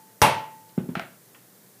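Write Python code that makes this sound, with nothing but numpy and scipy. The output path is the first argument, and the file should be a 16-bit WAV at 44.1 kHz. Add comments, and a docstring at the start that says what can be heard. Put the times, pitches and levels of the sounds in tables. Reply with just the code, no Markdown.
"""The ring of an earlier blow is still fading as a rubber mallet strikes a small engine's metal cover.
The mallet is laid down: its head thuds and bounces on the matted bench, then the handle clacks twice,
with a fainter third tap. Faint clicks come before the thuds and at the end, as hands grip the cover.
Struck bodies are sums of fading sines, contacts are fading coloured noise, and the hard-walled workshop
adds a diffuse tail to each hit. The microphone hears it all over a low shop hum and hiss."""
import sys
import numpy as np
from scipy import signal
from scipy.fft import rfft, irfft
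from scipy.io import wavfile

SR = 44100
rng = np.random.default_rng(int(sys.argv[2]) if len(sys.argv) > 2 else 0)


def generate_wav(sig):
    """Save sig (samples, or channels by samples) to the path in sys.argv[1] as 16-bit PCM at SR."""
    pcm = np.round(np.clip(np.atleast_2d(sig).T, -1, 1) * 32767).astype(np.int16)
    wavfile.write(sys.argv[1], SR, pcm)


N = 79380  # samples heard, 1.8 s
LEAD = SR // 2 + SR // 10  # samples played before the start, 0.6 s
RING_RISE_S = 0.000517  # onset of the cover and bench rings


# Mallet blows on the cover, the first before the start. Each row: start in seconds, level in dB.
BLOWS = [(-.5, -7), (0.2174, -13.5)]
# Ringing modes of cover and engine. Each row: frequency in Hz, level in dB, 60 dB decay in seconds.
COVER_MODES = [(142.7, -19.5, 0.63), (167.6, -24, .3), (464, -8, 0.23), (584.3, -5, 0.35), (760, -30, .25),
               (857, -0.5, 0.34), (877.2, -6.5, 0.8), (902, -19, 0.44), (970, -11.5, .4), (1162, -11, .3),
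               (1355, -13, 0.42), (1906, -30, 0.93), (2780, -13.5, .2), (5700, -24, 0.056)]
# Colour of the first instant of contact. Each row: frequency in Hz, density in dB per Hz.
CONTACT_COLOUR = [(150, -31), (500, -7.5), (1000, 1.5), (2700, -6), (4300, -15), (5700, -4.5),
                  (7000, -20.5), (9500, -15.5), (15000, -20.5)]
# Colour of the crack's room tail. Each row: frequency in Hz, density in dB per Hz.
CRACK_TAIL_COLOUR = [(65, -51), (105, -9), (250, -14.5), (380, -16.5), (580, -13), (760, -12), (880, -1.5),
                     (990, -5.5), (1200, -16.5), (1500, -18), (2700, -18), (3300, -23.5), (4600, -27.5),
                     (5600, -28), (7000, -34), (10000, -26), (15000, -34)]
CONTACT_DB, CONTACT_T60_S, CRACK_TAIL_DB = 8.5, 0.021, 34  # levels relative to the blow


def mallet_blows():
    """The cover rings in its modes; the noisy crack at contact fills the room."""
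    out = np.zeros(LEAD + N)
    for start, db in BLOWS:
        contact = noise(CONTACT_COLOUR, SR) * fade(CONTACT_T60_S)
        add(out, start, undb(db) * ring(COVER_MODES, RING_RISE_S))
        add(out, start, undb(db + CONTACT_DB) * contact)
        add(out, start, undb(db + CRACK_TAIL_DB) * diffuse_tail(CRACK_TAIL_COLOUR))
    return out


# Mallet head landing on the bench. Each row: start in seconds, level in dB, pitch factor.
THUDS = [(.776, -11.5, 1.), (.827, -32.5, 0.73), (0.856, -51, 1), (0.8873, -20.5, 1.09),
         (0.911, -28.5, 0.96), (0.965, -22, 0.946)]
# Bench modes. Each row: frequency in Hz before the pitch factor, level in dB, 60 dB decay in seconds.
BENCH_MODES = [(221, 3, 0.04), (127.4, -19.5, 0.2), (196, -11, 0.053), (390, -9.5, 0.066)]
# Colour of rubber on the mat. Each row: frequency in Hz, density in dB per Hz.
SLAP_COLOUR = [(300, 18.5), (1200, 0.5), (3500, -11), (7000, -55)]
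PUSH_S, BENCH_CUT_HZ, THUD_WET_DB = 0.0027, 125, -7.5
SLAP_DB, SLAP_T60_S, SLAP_RISE_S = -16.5, 0.13, 0.0031  # level relative to the thud


def head_thuds():
    """A soft push rings the bench, with a light slap; the bench radiates little deep bass."""
    out = np.zeros(LEAD + N)
    push = np.hanning(int(PUSH_S * SR) + 2)
    push /= push.sum()
    slap_rise = np.minimum(np.arange(SR) / SR / SLAP_RISE_S, 1)
    for start, db, pitch in THUDS:
        modes = [(hz * pitch, mode_db, t60) for hz, mode_db, t60 in BENCH_MODES]
        body = np.convolve(ring(modes, RING_RISE_S), push)
        slap = noise(SLAP_COLOUR, SR) * fade(SLAP_T60_S) * slap_rise
        add(out, start, undb(db) * body)
        add(out, start, undb(db + SLAP_DB) * slap)
    bass_cut = signal.butter(4, BENCH_CUT_HZ, "high", fs=SR, output="sos")
    return in_room(signal.sosfilt(bass_cut, out), THUD_WET_DB)


# Handle on the bench edge. 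Each row: start in seconds, level in dB, extra level of the direct snap in dB.
CLACKS = [(0.9531, -25.5, -0.5), (0.9958, -30.5, 5.5), (1.015, -41.5, 3)]
# Handle modes. Each row: frequency in Hz, level in dB, 60 dB decay in seconds.
HANDLE_MODES = [(658, -9, 0.079), (833, -2, 0.037), (1335, 9.5, 0.017), (1540, 7.5, 0.013),
                (2210, -19, 0.017), (2750, -12, 0.031), (4080, -13, 0.045)]
# Colour of the snap and its room tail. Each row: frequency in Hz, density in dB per Hz.
SNAP_COLOUR = [(450, -13), (650, 3.5), (1000, -7.5), (1400, -2), (2300, -4), (3500, -12.5), (5700, -25),
               (14000, -43)]
SNAP_DB, SNAP_T60_S, SNAP_TAIL_DB = 1.5, 0.019, 21.5  # levels relative to the clack
HANDLE_RISE_S, CLACK_WET_DB = 0.0013, -12.5
SNAP_TAIL_SHARE = 0.79  # share of the room's decay time


def handle_clacks():
    """The handle hits the bench edge: its modes ring and a noisy snap carries its own room tail."""
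    rings, snaps = np.zeros((2, LEAD + N))
    for start, db, snap_db in CLACKS:
        snap = noise(SNAP_COLOUR, SR) * fade(SNAP_T60_S)
        add(rings, start, -undb(db) * ring(HANDLE_MODES, HANDLE_RISE_S))  # first swing inverted
        add(snaps, start, undb(db + snap_db + SNAP_DB) * snap)
        add(snaps, start, undb(db + SNAP_TAIL_DB) * diffuse_tail(SNAP_COLOUR, SNAP_TAIL_SHARE))
    return in_room(rings, CLACK_WET_DB) + snaps


# Faint clicks. Each row: start in seconds, level in dB, centre in Hz, spread as a ratio.
CLICKS = [(0.692, -59, 4240, 1.46), (1.347, -47.5, 2270, 2.3), (1.359, -52.5, 1180, 1.5)]
CLICK_T60_S, CLICK_WET_DB = 0.063, -7.5


def faint_clicks():
    """Tiny fading bursts of noise, strongest in a band around one pitch."""
    out = np.zeros(LEAD + N)
    for start, db, hz, spread in CLICKS:
        low = hz / spread
        high = hz * np.sqrt(spread)
        colour = [(low / 1.3, -20), (low, 0), (high, 0), (high * 1.2, -20)]
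        add(out, start, undb(db) * noise(colour, SR) * fade(CLICK_T60_S))
    return in_room(out, CLICK_WET_DB)


# Decay of the hard-walled room. Each row: frequency in Hz, full 60 dB decay in seconds.
ROOM_DECAY = [(60, 0.53), (160, 0.39), (420, 0.43), (1100, 0.41), (2900, 0.43), (7700, .32), (15000, 0.18)]
ROOM_BUILD_S = 0.0031  # time constant of the tail's build-up


def diffuse_tail(colour, share=1):
    """Room tail of energy 1: coloured noise fading band by band; share scales the decay time."""
    tail = np.zeros(SR)
    source = noise(colour, SR)
    for hz in 45 * 2 ** np.arange(0, 8.6, .5):  # half-octave steps
        band_pass = signal.butter(2, [hz / 1.19, hz * 1.19], "band", fs=SR, output="sos")
        band = signal.sosfiltfilt(band_pass, source)
        tail += band * fade(share * read(ROOM_DECAY, hz))
    tail *= 1 - np.exp(-np.arange(SR) / SR / ROOM_BUILD_S)
    return tail / np.sqrt(np.sum(tail ** 2))


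def in_room(direct, wet_db):
    """Direct sound plus its smear through a diffuse tail of flat colour."""
    tail = diffuse_tail([(40, 0), (16000, 0)])
    return direct + undb(wet_db) * signal.fftconvolve(direct, tail)[:len(direct)]


# Colour of shop hum and microphone hiss. Each row: frequency in Hz, density in dB per Hz.
FLOOR_COLOUR = [(24, -71), (40, -46.5), (86, -40), (108, -5), (186, -2), (277, -7.5), (313, -6.5),
                (490, -7), (541, -10), (1170, -16.5), (1820, -16), (2640, -22.5), (15000, -15)]
# Steady hum tones. Each row: frequency in Hz, rms level in dB.
HUM_TONES = [(118.4, -72.5), (183.0, -70)]
FLOOR_DB = -53  # rms


def shop_floor():
    """Broad hum and hiss as steady coloured noise, with a few sine tones of random phase."""
    t = np.arange(N) / SR
    out = undb(FLOOR_DB) * noise(FLOOR_COLOUR, N)
    for hz, db in HUM_TONES:
        peak = np.sqrt(2) * undb(db)
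        out += peak * np.sin(2 * np.pi * (hz * t + rng.random()))
    return out


def undb(db):
    """Decibels to an amplitude factor."""
    return 10 ** (np.asarray(db) / 20)


def read(table, hz):
    """Table value at hz, interpolated on a log frequency axis."""
    table_hz, values = np.array(table).T
    return np.interp(np.log(np.maximum(hz, 1)), np.log(table_hz), values)


def noise(colour, size):
    """Noise of rms 1 with a (Hz, dB) colour."""
    spectrum = rfft(rng.standard_normal(size))
    gain = undb(read(colour, np.fft.rfftfreq(size, 1 / SR)))
    x = irfft(spectrum * gain, size)
    return x / x.std()


def fade(t60, size=SR):
    """Exponential decay that falls 60 dB in t60 seconds."""
    return np.exp(-np.log(1000) * np.arange(size) / SR / t60)


def ring(modes, rise_s):
    """Struck modes, each a fading sine; neighbours start in opposite directions."""
    t = np.arange(2 * SR) / SR
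    out = np.zeros(len(t))
    for k, (hz, db, t60) in enumerate(modes):
        sine = np.sin(2 * np.pi * hz * t)
        out += (-1) ** k * undb(db) * sine * fade(t60, len(t))
    return out * np.minimum(t / rise_s, 1)


def add(out, start, x):
    """Mix x in at start seconds of a track that begins LEAD samples early."""
    i = LEAD + int(start * SR)
    out[i:i + len(x)] += x[:len(out) - i]


def scene():
    """All hits with the lead-in dropped, over the shop's hum and hiss."""
    hits = mallet_blows() + head_thuds() + handle_clacks() + faint_clicks()
    return (hits[LEAD:] + shop_floor())[None]


LOW_CUT_HZ, TOP_HZ, CLIP = 80, 15400, .85  # CLIP is the ceiling of the rounded peaks, before the top cut


def record(dry):
    """The microphone drops the deep bass, rounds peaks and cuts the top."""
    bass_cut = signal.butter(4, LOW_CUT_HZ, "high", fs=SR, output="sos")
    top_cut = signal.ellip(10, .2, 70, TOP_HZ, fs=SR, output="sos")
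    x = signal.sosfilt(bass_cut, dry)
    rounded = CLIP * np.tanh(x / CLIP)
    return signal.sosfilt(top_cut, rounded)


dry = scene()
out = record(dry)
generate_wav(out)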